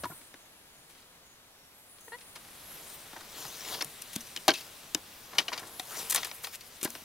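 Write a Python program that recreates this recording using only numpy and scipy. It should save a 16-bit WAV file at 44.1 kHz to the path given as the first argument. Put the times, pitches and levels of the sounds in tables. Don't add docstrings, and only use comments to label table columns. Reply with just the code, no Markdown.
import sys
import numpy as np
from scipy import signal
from scipy.fft import rfft, irfft
from scipy.io import wavfile
from scipy.ndimage import uniform_filter1d

SR = 44100
rng = np.random.default_rng(int(sys.argv[2]) if len(sys.argv) > 2 else 0)


def transcribe(u):
    v = np.clip(np.atleast_2d(u).T, -1, 1)
    q = np.round(v * 32767).astype(np.int16)
    wavfile.write(sys.argv[1], SR, q)


def invert_db(x):
    u = np.asarray(x, float) / 20
    return 10 ** u


N = 310464
HANDS_FROM_S = 2.4


def evened(x):
    return x / np.sqrt(np.mean(x ** 2) + 1e-20)


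def read(points, hz):
    f, value = np.transpose(points)
    return np.interp(np.log(hz + 1), np.log(f + 1), value)


def follow(rows, t):
    s, *columns = np.transpose(rows)
    return [np.interp(t, s, c) for c in columns]


def add(mix, s, sound):
    part = mix[round(s * SR):][:len(sound)]
    part += sound[:len(part)]


def band(x, lo_hz, hi_hz):
    return signal.sosfilt(signal.butter(2, [lo_hz, hi_hz], "bandpass", fs=SR, output="sos"), x)


def ring(hz, t60, t):
    return invert_db(-60 * t / t60) * np.sin(2 * np.pi * hz * t)


def swells(rows, t):
    s, reach, db, *traits = np.transpose(rows)[:, :, None]
    reach = reach * np.where(t > s, 0.86, 1)
    fall_db = 19.5 * (abs(t - s) / reach) ** 1.076
    return invert_db(db - fall_db), *traits


# from_s, thud_db (relative to the body), scuff_rattle_t60_s
SUPPORTS = [(0, -3.5, 0.019), (.6, -3, 0.3), (1.5, -10, 0.048), (3.55, -12, 0.04), (4.08, -4.5, 0.047),
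            (4.42, -13, .1), (4.5, 0.5, 0.105), (5.15, -14, 0.069), (5.95, -26.5, 0.0418),
            (6.68, -2, 0.036), (6.865, -8, .03)]


def support(s):
    return [row[1:] for row in SUPPORTS if row[0] <= s][-1]


def knock(clack_db, body_db, tick_db, thud_db, t60, rise, crack):
    t = np.arange(5000) / SR
    swell = (1 - np.exp(-(t / rise) ** 2)) * invert_db(-60 * t / t60)
    chatter = rng.standard_normal(len(t)) * (0.11 + (rng.random(len(t)) < .1)) * swell
    chatter[20:23] += crack * np.array([1, .8, -.6])
    body_db = clack_db + body_db
    ranges = [(240, 416, 0.024, body_db + thud_db, 2),
              (432, 2485, 0.0171, body_db, 8),
              (1620, 7476, 0.0078, clack_db, 10),
              (5385, 16000, 0.0036, clack_db + tick_db, 10)]
    out = 0
    for lo_hz, hi_hz, mode_t60, db, count in ranges:
        places = (np.arange(count) + .3 + .4 * rng.random(count)) / count
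        modes = 0
        for k, place in enumerate(places):
            mode = ring(lo_hz * (hi_hz / lo_hz) ** place, mode_t60, t[:1600])
            modes = modes + (-1) ** k * np.sin(np.pi * place) ** 0.57 * mode
        part = band(signal.fftconvolve(chatter, modes)[:len(t)], .85 * lo_hz, 1.1 * hi_hz)
        loudest = np.sqrt(uniform_filter1d(part ** 2, 200).max())
        out = out + invert_db(db - 8.5) * part / loudest
    return out


# peak_s, clack_peak_db, body_db (relative to clack), tick_db (relative to clack), rattle_t60_s
KNOCKS = [(0.0354, -34.5, 3, -13, 0.069), (0.044, -36.5, -6, -14, 0.04),
          (0.0545, -47.5, 14.5, 6, 0.031), (0.1, -64, 21, 5, 0.047), (0.116, -61, 20.5, 4, 0.028),
          (2.1842, -46, -7, -9.5, 0.048), (2.2086, -45, -11, -7, 0.087), (2.3551, -38.5, -1, -4, 0.1),
          (3.164, -44.5, 9.5, -18, 0.046), (3.7436, -29.5, -6.5, -19, 0.038),
          (3.8245, -30.5, 2, 5, 0.011), (3.8464, -38.5, -20, 12.5, 0.0124),
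          (4.363, -24, -16.5, -9, 0.0148), (4.372, -34, -11, -5, 0.027), (4.481, -13, -2, -3, 0.0163),
          (4.4851, -11.5, -30.5, -24.5, 0.065), (4.4926, -38, 16, 6, 0.0395),
          (4.5055, -19, -6.5, -10, 0.013), (4.516, -25, -7.5, -19, 0.018),
          (4.537, -27.5, -27.5, -7, 0.04), (4.607, -39, -20.5, -3, 0.051),
          (4.948, -21.5, -7, 0, 0.0138),
          (5.3834, -11, -13, -13, 0.053), (5.4823, -27, -3, -12, 0.066),
               (5.5769, -28, -9, -10.5, 0.068), (5.7964, -26, -9.5, -4.5, 0.034),
               (6.098, -32, -13, 12, 0.07), (6.1466, -24, 0, 10, 0.044), (6.159, -19, -9, 2.5, 0.028),
               (6.176, -25, -3.5, -17, 0.09), (6.2304, -26, -4, -10.5, 0.038),
               (6.314, -28.5, -8, -30, 0.015), (6.4703, -32.5, -2, -3, 0.025),
               (6.556, -40.5, -21, 8, 0.024), (6.7693, -50, -16, 4, 0.027), (6.83, -32.5, -4.5, 12.5, 0.03),
               (6.836, -30, -10, 4.5, 0.0326), (6.874, -38, 2, -14.5, 0.019), (6.903, -40.5, -21, 9, 0.02),
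               (6.9507, -34, -1, -7, 0.044)]


def hard_knocks(wood):
    for s, clack_db, body_db, tick_db, t60 in KNOCKS:
        blow = knock(clack_db, body_db, tick_db, support(s)[0], t60, rise=0.00089, crack=0.76)
        add(wood, s - .001, blow)


# peak_s, clack_peak_db, body_db (relative to clack), tick_db (relative to clack), rattle_t60_s
SNAPS = [
    (6.1078, -28, -20, 12, .012),
    (6.1115, -27, -18, 9, .01),
    (6.1258, -24, -10, -2, .02),
    (6.1685, -42, -20, 16, .012),
    (6.1405, -44, -20, 15, .04),
    (4.0215, -35, -20, 7, 0.013),
    (4.161, -27.5, -9, 2, 0.016),
]


def edge_snaps(wood):
    for s, clack_db, body_db, tick_db, t60 in SNAPS:
        add(wood, s - .001, knock(clack_db, body_db, tick_db, -20, t60, rise=0.00093, crack=0.7))


# peak_s, clack_peak_db,
# body_db (relative to clack), tick_db (relative to clack)
SCUFFS = [(0.34, -43.5, 0.5, -12), (0.8942, -52, -7.5, 0.5), (0.975, -51, -15, -10),
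          (2.006, -55.5, 1, 9), (2.896, -47, -3, 8), (3.127, -47, 10, -14), (3.205, -42, 1.5, -3),
          (3.445, -53, 15.5, 3), (3.6848, -34, -13, -3), (3.808, -23, -6, -11.5),
          (4.016, -40, -19.5, 4), (4.131, -38.5, -23, 3.5), (4.154, -35, -9, 3),
          (4.207, -41.5, -14, 5), (4.27, -49, -9, 6), (4.546, -32, -23.5, -10.5),
          (4.5718, -41, -25, -14), (4.8295, -50, -1, -2),
          (5.329, -42.5, 5.5, -16.5), (5.3494, -42, 3.5, -2.5), (5.3975, -39, 9, 3),
               (5.4135, -34.5, -12, -19.5), (5.5181, -43, 12.5, -4.5), (5.5269, -25, -3.5, -15.5),
               (5.5615, -41, 3.5, -7), (5.5919, -40, 2.5, 3.5), (5.6276, -49, 12.5, -8),
               (5.6677, -46, -15, 5), (6.103, -35.5, -10, 12.5), (6.12, -29, -5.5, 7), (6.164, -28, -5, -8),
               (6.245, -27.5, -8, 0), (6.2668, -41.5, 3, 7), (6.4349, -48.5, 11, 15.5),
               (6.4421, -28.5, -11, -4.5), (6.545, -38.5, -20, 2), (6.607, -39.5, -25.5, -4.5),
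               (6.8118, -35.5, -13, -2), (6.844, -33, -16.5, 13), (6.8485, -27.5, -6, -9)]


def scuffs(wood):
    for s, clack_db, body_db, tick_db in SCUFFS:
        thud_db, t60 = support(s)
        add(wood, s - .003, knock(clack_db, body_db, tick_db, thud_db, t60, rise=0.0055, crack=0))


# peak_s, clack_peak_db, body_db (relative to clack), tick_db (relative to clack), rattle_t60_s
TAPS = [(.21, -51, -2, -10, 0.067), (.95, -52, -9, -10, .05), (1.02, -54, -1, -10, 0.084),
        (1.984, -51, -2.5, -6, .02), (2.447, -48, -2.5, -7, .03), (2.485, -50, -0.5, -7.5, 0.038),
        (3.448, -48, -10, 4, 0.017), (3.6076, -40, -15, -5.5, .03), (3.647, -36, -12, -8, .03),
        (4.556, -31.5, -24, -13.5, 0.0256), (4.583, -40.5, -25, -12, 0.032), (4.593, -42, -20, -14, 0.027)]


def taps(wood):
    for s, clack_db, body_db, tick_db, t60 in TAPS:
        tap = knock(clack_db, body_db, tick_db, support(s)[0], t60, rise=0.00255, crack=0)
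        add(wood, s - .002, tap)


# start_s, peak_db, pitch_hz, t60_s
THUMPS = [(0, -35, 75, 0.37), (.036, -35, 112, 0.32), (.036, -19.5, 189, 0.039), (.1, -28.5, 159.6, 0.072),
          (3.849, -36, 148, 0.15), (4.163, -7, 231, 0.024), (4.4866, -4.5, 328, 0.052),
          (4.951, -28, 169, 0.042), (5.798, -21, 267, 0.0163), (3.45, -33, 136.4, 0.099),
          (4.951, -22.5, 310, 0.088), (6.829, -12.5, 318, 0.016), (6.8528, -2, 317, 0.015),
          (7.02, -28, 230, 0.024), (6.876, -37, 234.5, 0.27)]
# start_s, peak_db, pitch_hz, t60_s
RINGS = [(.035, -18, 588, 0.03), (0.043, -10.5, 1190, 0.0149), (0.054, -16, 974, 0.058),
         (.111, -32, 1400, 0.059), (.1, -29, 700, .03), (.122, -33, 1050, 0.033), (.342, -31, 550, .02),
         (3.162, -29, 900, 0.098), (3.808, -23.5, 2420, 0.019), (3.607, -23, 5580, .02),
         (3.68, -28.5, 6950, .04), (3.822, -8.5, 5380, 0.017), (4.374, -15, 2950, 0.014),
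         (4.48, -0.5, 770, 0.0384), (4.481, -10, 6350, .012), (4.496, -26, 2953, .05),
         (4.515, -13, 3115, 0.023), (4.482, -3, 3970, 0.013), (4.4845, -6, 634, 0.079),
         (4.492, -8.5, 1575, 0.054), (4.505, -2.5, 4370, 0.01), (4.538, -26, 6440, .02),
         (4.55, -27, 4600, .05), (4.607, -30, 4530, .04), (4.540, -25, 2612, 0.097),
         (4.542, -23, 3950, 0.06), (4.9478, -5.5, 5200, 0.0131), (4.947, -5, 7293, 0.0067),
         (4.9472, -7, 6340, .008), (4.947, -16, 11220, .008), (4.948, -17, 3000, 0.017),
         (4.947, -15, 3760, 0.015), (5.384, -5.5, 3000, 0.045), (5.384, -7.5, 2320, 0.036),
         (5.384, -2, 4870, 0.015), (5.482, -13, 2914, 0.0275), (5.482, -18.5, 4020, 0.025),
         (5.518, -24.5, 990, 0.076), (5.797, -23.5, 742, 0.073), (5.797, -17, 3550, 0.011),
         (6.859, -22, 1620, 0.04),
         (2.358, -34, 950, .04), (2.358, -34, 3170, .02), (2.9, -38, 3600, .02), (3.131, -36, 2100, .02),
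         (3.163, -28, 2000, .015), (3.453, -28, 800, .04), (4.021, -19, 6950, .01),
         (4.161, -16.5, 6500, .012), (4.165, -27, 235, 0.15), (4.207, -25, 5840, .02),
         (4.268, -34, 5920, .06), (4.4805, -13.5, 1218, .05), (4.494, -12, 794, .04),
         (4.512, -17, 640, .04), (4.516, -19, 350, 0.073), (4.563, -30, 2600, .05), (4.57, -33, 4600, .03),
         (4.58, -33, 4900, .03), (4.591, -35, 3500, .03), (4.614, -34, 2650, .05), (3.164, -36, 3600, .015),
         (6.232, -22, 3270, .02), (6.61, -36, 4600, .04), (6.858, -26, 2000, .04), (5.384, -11, 5440, .02),
         (5.384, -14, 4340, .04), (6.445, -19, 4020, .03), (6.85, -22, 804, .02),
         (6.952, -29.5, 680, 0.033)]


def tones(wood):
    t = np.arange(6000) / SR
    for s, db, hz, t60 in THUMPS + RINGS:
        onset = np.tanh(t * hz / 0.5)
        add(wood, s, invert_db(db - 11.5) * ring(hz, t60, t) * onset)


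def fibre_catches():
    sizes = invert_db(3.16 * np.minimum(rng.exponential(1, N), 3.6))
    clicks = sizes * (rng.random(N) < 6000 / SR) * rng.choice([-1, 1], N)
    judder = invert_db(0.765 * evened(uniform_filter1d(rng.standard_normal(N), 300)))
    return judder * (evened(clicks) + 0.47 * rng.standard_normal(N))


# frequency_hz, level_db (per Hz)
GRAIN = [(710, -63), (1200, -4), (2130, -0.5), (4040, -1.5), (4410, -3), (5780, -2), (7490, -7), (9820, -6),
         (16000, -8.5)]


def fibre_hiss(catches):
    hz = np.fft.rfftfreq(N, 1 / SR)
    hiss = irfft(rfft(catches) * invert_db(read(GRAIN, hz)) * (hz < 15800), N)
    z = signal.stft(hiss, nperseg=256)[2]
    knots = uniform_filter1d(rng.standard_normal(z.shape), size=4, axis=0)
    knots = evened(uniform_filter1d(knots, size=14, axis=1))
    hiss = signal.istft(z * invert_db(2.57 * knots), nperseg=256)[1][:N]
    return hiss / np.std(band(hiss, 2902, 5237))


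# pitch_hz, width_hz, level_db
HOLLOW = [
    (460, 12, 22.5),
    (974, 1450, 15),
]


def hollow_drum(catches):
    t = np.arange(4000) / SR
    body = sum(invert_db(db) * ring(hz, 3.4 / width, t) * width for hz, width, db in HOLLOW)
    resonant = evened(signal.oaconvolve(catches, body)[:N])
    direct = evened(band(catches, 340, 2660))
    return band(resonant + 0.56 * direct, 102.3, 2850)


# peak_s, reach_s, rubbing_db, hollow_db (relative to rubbing)
STROKES = [(2.95, 1, -64, 6.5), (3.43, 0.253, -48, 3), (3.6, 0.34, -48.5, -6), (3.73, 0.17, -43, 4),
           (4.12, 0.44, -55.5, -4), (4.575, .09, -48, -20), (4.6, 0.35, -59, 1.5),
           (5.39, 0.071, -54.5, 16.5), (5.62, 0.37, -64, 18.5), (5.925, .07, -48, -2),
           (5.99, 0.16, -41.5, 1), (6.17, 0.26, -45, 1.5), (6.47, 0.079, -51.5, 1.5),
           (6.542, 0.029, -46, -15), (6.9, 0.25, -57.5, 1)]
# time_s, level_db
HANDS = [(2.4, -75), (2.75, -59), (3.3, -61), (3.84, -65), (3.87, -61), (4.4, -59.5), (5.1, -62),
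         (5.45, -59.5), (5.88, -61), (6.38, -58.5), (6.42, -66), (6.5, -60), (6.585, -72), (6.66, -60),
         (6.72, -63), (6.8, -61), (7.04, -59)]
# peak_s, level_db
BOOMS = [
    (3.815, -46),
    (4.161, -52),
    (4.485, -25),
    (4.949, -39.5),
    (5.388, -38),
    (6.848, -38.5),
]


def drag():
    t = np.arange(N) / SR
    slow = t[::32]
    gains, hollow_db = swells(STROKES, slow)
    hands = invert_db(follow(HANDS, slow)[0])
    rub = np.interp(t, slow, np.sqrt((gains ** 2).sum(0) + hands ** 2))
    drummed = ((gains * invert_db(hollow_db)) ** 2).sum(0) + (hands * invert_db(-4)) ** 2
    booms = 0
    for s, db in BOOMS:
        down_db = np.where(t < s, 4000 * (s - t), 365 * (t - s))
        booms = booms + invert_db(db - down_db)
    hollow = np.sqrt(np.interp(t, slow, drummed) + booms ** 2)
    catches = fibre_catches()
    begun = np.clip((t - HANDS_FROM_S) / 0.31, 0, 1)
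    return begun * invert_db(-1.0) * (rub * fibre_hiss(catches) + invert_db(-4.5) * hollow * hollow_drum(catches))


def slips(s, length, db, from_hz, to_hz):
    return [(s, db - 16.5, from_hz), (s + 0.0061, db, from_hz),
            (s + length - 0.018, db - 1.5, to_hz), (s + length, db - 22.5, to_hz)]


# multiple, level_db
SQUEAK_ORDERS = [(1, -2), (2, 1), (3, -7), (4, 3.5), (5, -17.5), (6, -12), (7, -15), (8, -16), (9, -12),
                 (10, -20.5)]


def squeak(rows):
    t = np.arange(rows[0][0], rows[-1][0], 1 / SR)
    db, hz = follow(rows, t)
    wander = 1 + .08 * uniform_filter1d(rng.standard_normal(len(t)), 150)
    turns = np.cumsum(hz * wander) / SR
    stack = 0
    for k, level_db in SQUEAK_ORDERS:
        softness_db = 0.76 * (db + 44.5) * (k - 1) ** .5
        stack = stack + invert_db(level_db + softness_db) * np.sin(2 * np.pi * k * turns)
    stack *= 1 + 0.19 * evened(uniform_filter1d(rng.standard_normal(len(t)), 60))
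    return invert_db(db) * evened(stack) * signal.windows.tukey(len(t), .25)


# start_s, length_s, level_db, from_hz, to_hz (slips per s)
SQUEAKS = [
    (2.076, 0.025, -47.5, 475, 460),
    (2.115, 0.059, -43.5, 452, 493),
]


def boot(wood):
    for row in SQUEAKS:
        add(wood, row[0], squeak(slips(*row)))


# frequency_hz, left_right_db
LEAN = [(500, 0), (1000, 1.6), (2000, 3), (4000, 4), (8000, 4.8), (15000, 4.5)]


def ears(x):
    hz = np.fft.rfftfreq(N, 1 / SR)
    late_s = .00002
    left = invert_db(read(LEAN, hz) / 2) * np.exp(-1j * np.pi * np.minimum(hz, 5500) * late_s)
    return irfft(rfft(x) * np.array([left, 1 / left]), N)


# frequency_hz, t60_s
TREES = [(150, 0.041), (1000, 0.087), (5000, 0.0092), (15000, 0.019)]


def trees(x):
    echoes = np.zeros((2, 12000))
    at = np.arange(100, 11960, 20) + rng.integers(0, 20, (2, 593))
    np.put_along_axis(echoes, at, rng.choice([-1., 1.], at.shape), 1)
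    hz, t, z = signal.stft(echoes, SR, nperseg=128)
    decay = invert_db(-60 * t / read(TREES, hz)[:, None])
    low_cut = np.tanh((hz / 1800) ** 2)[:, None]
    tail = signal.istft(z * decay * low_cut, SR, nperseg=128)[1]
    return signal.fftconvolve(x[None], tail / np.linalg.norm(tail[0]), axes=1)[:, :N]


# peak_s, reach_s, level_db, centre_hz, width_hz
SWISHES = [(0.0, 0.2, -45.5, 9800, 1500), (.01, .08, -55, 13000, 700), (.1, .14, -48, 12600, 1300),
           (.17, .12, -47, 9500, 900), (.25, .25, -56.5, 9450, 2000), (.27, .06, -62, 8000, 250),
           (0.8, 1, -64, 9950, 1500), (0.9, .04, -58.5, 11000, 5000), (1.78, 0.41, -58.5, 11500, 600),
           (1.93, .2, -54.5, 10100, 500), (2.06, .06, -54.5, 15300, 500), (2.12, 0.224, -53, 10740, 700),
           (2.3, 0.52, -52.5, 9500, 900), (2.7, 0.59, -50.5, 11160, 704), (2.87, 0.25, -49.5, 9000, 2000),
           (2.945, 0.08, -46.5, 13800, 1200), (3.02, 0.094, -48, 8800, 1200), (3.4, .3, -57, 10000, 2500),
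           (3.725, .04, -48, 12000, 2500), (3.93, 0.39, -53, 10000, 2500), (4.31, 0.69, -52.5, 9300, 2500),
           (4.79, 0.49, -55.5, 9900, 2500), (5.76, 0.25, -50.5, 11200, 1200),
           (6.02, 0.48, -45.5, 10100, 3000), (6.35, .1, -45, 12000, 4000), (6.45, .06, -44, 13000, 4000),
           (6.54, 0.045, -42, 12000, 5000), (6.615, 0.035, -58, 11000, 5000),
           (6.67, 0.055, -52, 11000, 4000), (5.675, .03, -54, 10000, 2500), (5.9, .2, -49, 11500, 500),
           (6.755, .04, -50, 10000, 4000), (6.82, .06, -50, 13000, 3000), (6.47, .07, -50, 14500, 1500),
           (6.925, .05, -52, 14000, 2500), (5.2, .4, -56, 14500, 2000), (3.86, .05, -52, 15000, 1500),
           (6.95, .2, -50.5, 13000, 3000)]


def rustle(hz, t, patches):
    gains, centres_hz, widths_hz = swells(SWISHES, t)
    humps = 0.28 * (hz.T > 7000) + np.exp(-((hz.T - centres_hz) / widths_hz) ** 2)
    humps = humps / np.linalg.norm(humps, axis=1, keepdims=True)
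    return np.sqrt((humps ** 2).T @ gains ** 2) * invert_db(-1.5 + 2.4 * patches)


# time_s, level_db
AIR = [(0.0, -57), (0.31, -60), (1.9, -62), (2.61, -55), (5.85, -56), (6.14, -53.5), (6.5, -58),
       (7.04, -56.5)]
# frequency_hz, level_db (per Hz)
AIR_COLOUR = [(25, -2.5), (50, -6.5), (100, 1.5), (185, -0.5), (300, -3), (600, -1), (1200, -2.5),
              (2500, -4.5), (3800, -4), (5000, -7.5), (6500, -8), (9000, -10.5), (12000, -8),
              (16000, -13.5)]


def air(hz, t, patches):
    colour = invert_db(read(AIR_COLOUR, hz))
    return colour / np.linalg.norm(colour[1:18]) * invert_db(follow(AIR, t)[0] + 0.16 * patches)


# frequency_hz, likeness (0 to 1)
AIR_SAME = [(60, 1), (300, 0.87), (1000, 0.45), (3000, 0.57), (6000, 0.41), (15000, 0.3)]


def forest():
    frames, hz = N // 128 + 5, np.fft.rfftfreq(512, 1 / SR)[:, None]
    t = np.arange(frames) * 128 / SR
    a, b, c, d, patches = rng.standard_normal((frames, 257, 5)).T
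    patches = evened(uniform_filter1d(uniform_filter1d(patches, 12, 0), 24, 1))
    flicker_db = 0.32 * evened(uniform_filter1d(rng.standard_normal(frames), 6))
    level = np.hypot(air(hz, t, patches), rustle(hz, t, patches)) * invert_db(flicker_db)
    same = np.clip(read(AIR_SAME, hz), -1, 1)
    left = a + 1j * b
    right = same * left + np.sqrt(1 - same ** 2) * (c + 1j * d)
    z = np.array([left, right]) * level
    lead_s = 0.0001094 * (t < HANDS_FROM_S)
    z[0] *= invert_db(0.9949) * np.exp(2j * np.pi * hz * lead_s)
    z *= hz < 15800
    return invert_db(-0.5) * signal.istft(z, nperseg=512, noverlap=384)[1][:, :N]


# start_s, length_s, pitch_hz, level_db
BIRDS = [
    (0.379, 0.1, 6600, -67),
    (0.678, .17, 6800, -70),
    (1.242, 0.12, 6700, -65),
    (1.5, 0.235, 5560, -70),
    (1.996, 0.12, 6500, -63),
    (0.394, 0.32, 11200, -66),
    (1.728, 0.14, 11550, -63),
    (2.623, 0.23, 11630, -52.5),
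]


def birds():
    out = np.zeros((2, N))
    for s, length, hz, db in BIRDS:
        size = round(length * SR)
        for ear in out:
            whistle = evened(band(rng.standard_normal(size), .98 * hz, 1.02 * hz))
            add(ear, s, invert_db(db) * whistle * np.hanning(size) ** 0.25)
    return out


def scene():
    wood = drag()
    for play in (hard_knocks, edge_snaps, scuffs, taps, tones, boot):
        play(wood)
    wood = signal.sosfilt(signal.butter(2, 70, "highpass", fs=SR, output="sos"), wood)
    return ears(wood) + invert_db(-16) * trees(wood) + forest() + birds()


def band_limit(x):
    return signal.sosfilt(signal.butter(12, 16970, fs=SR, output="sos"), x)


def record(dry):
    hz = np.fft.rfftfreq(N, 1 / SR)
    limited = irfft(rfft(dry) * np.where(hz < 15950, 1, invert_db(-30)), N)
    return band_limit(limited)


dry = scene()
out = record(dry)
transcribe(out)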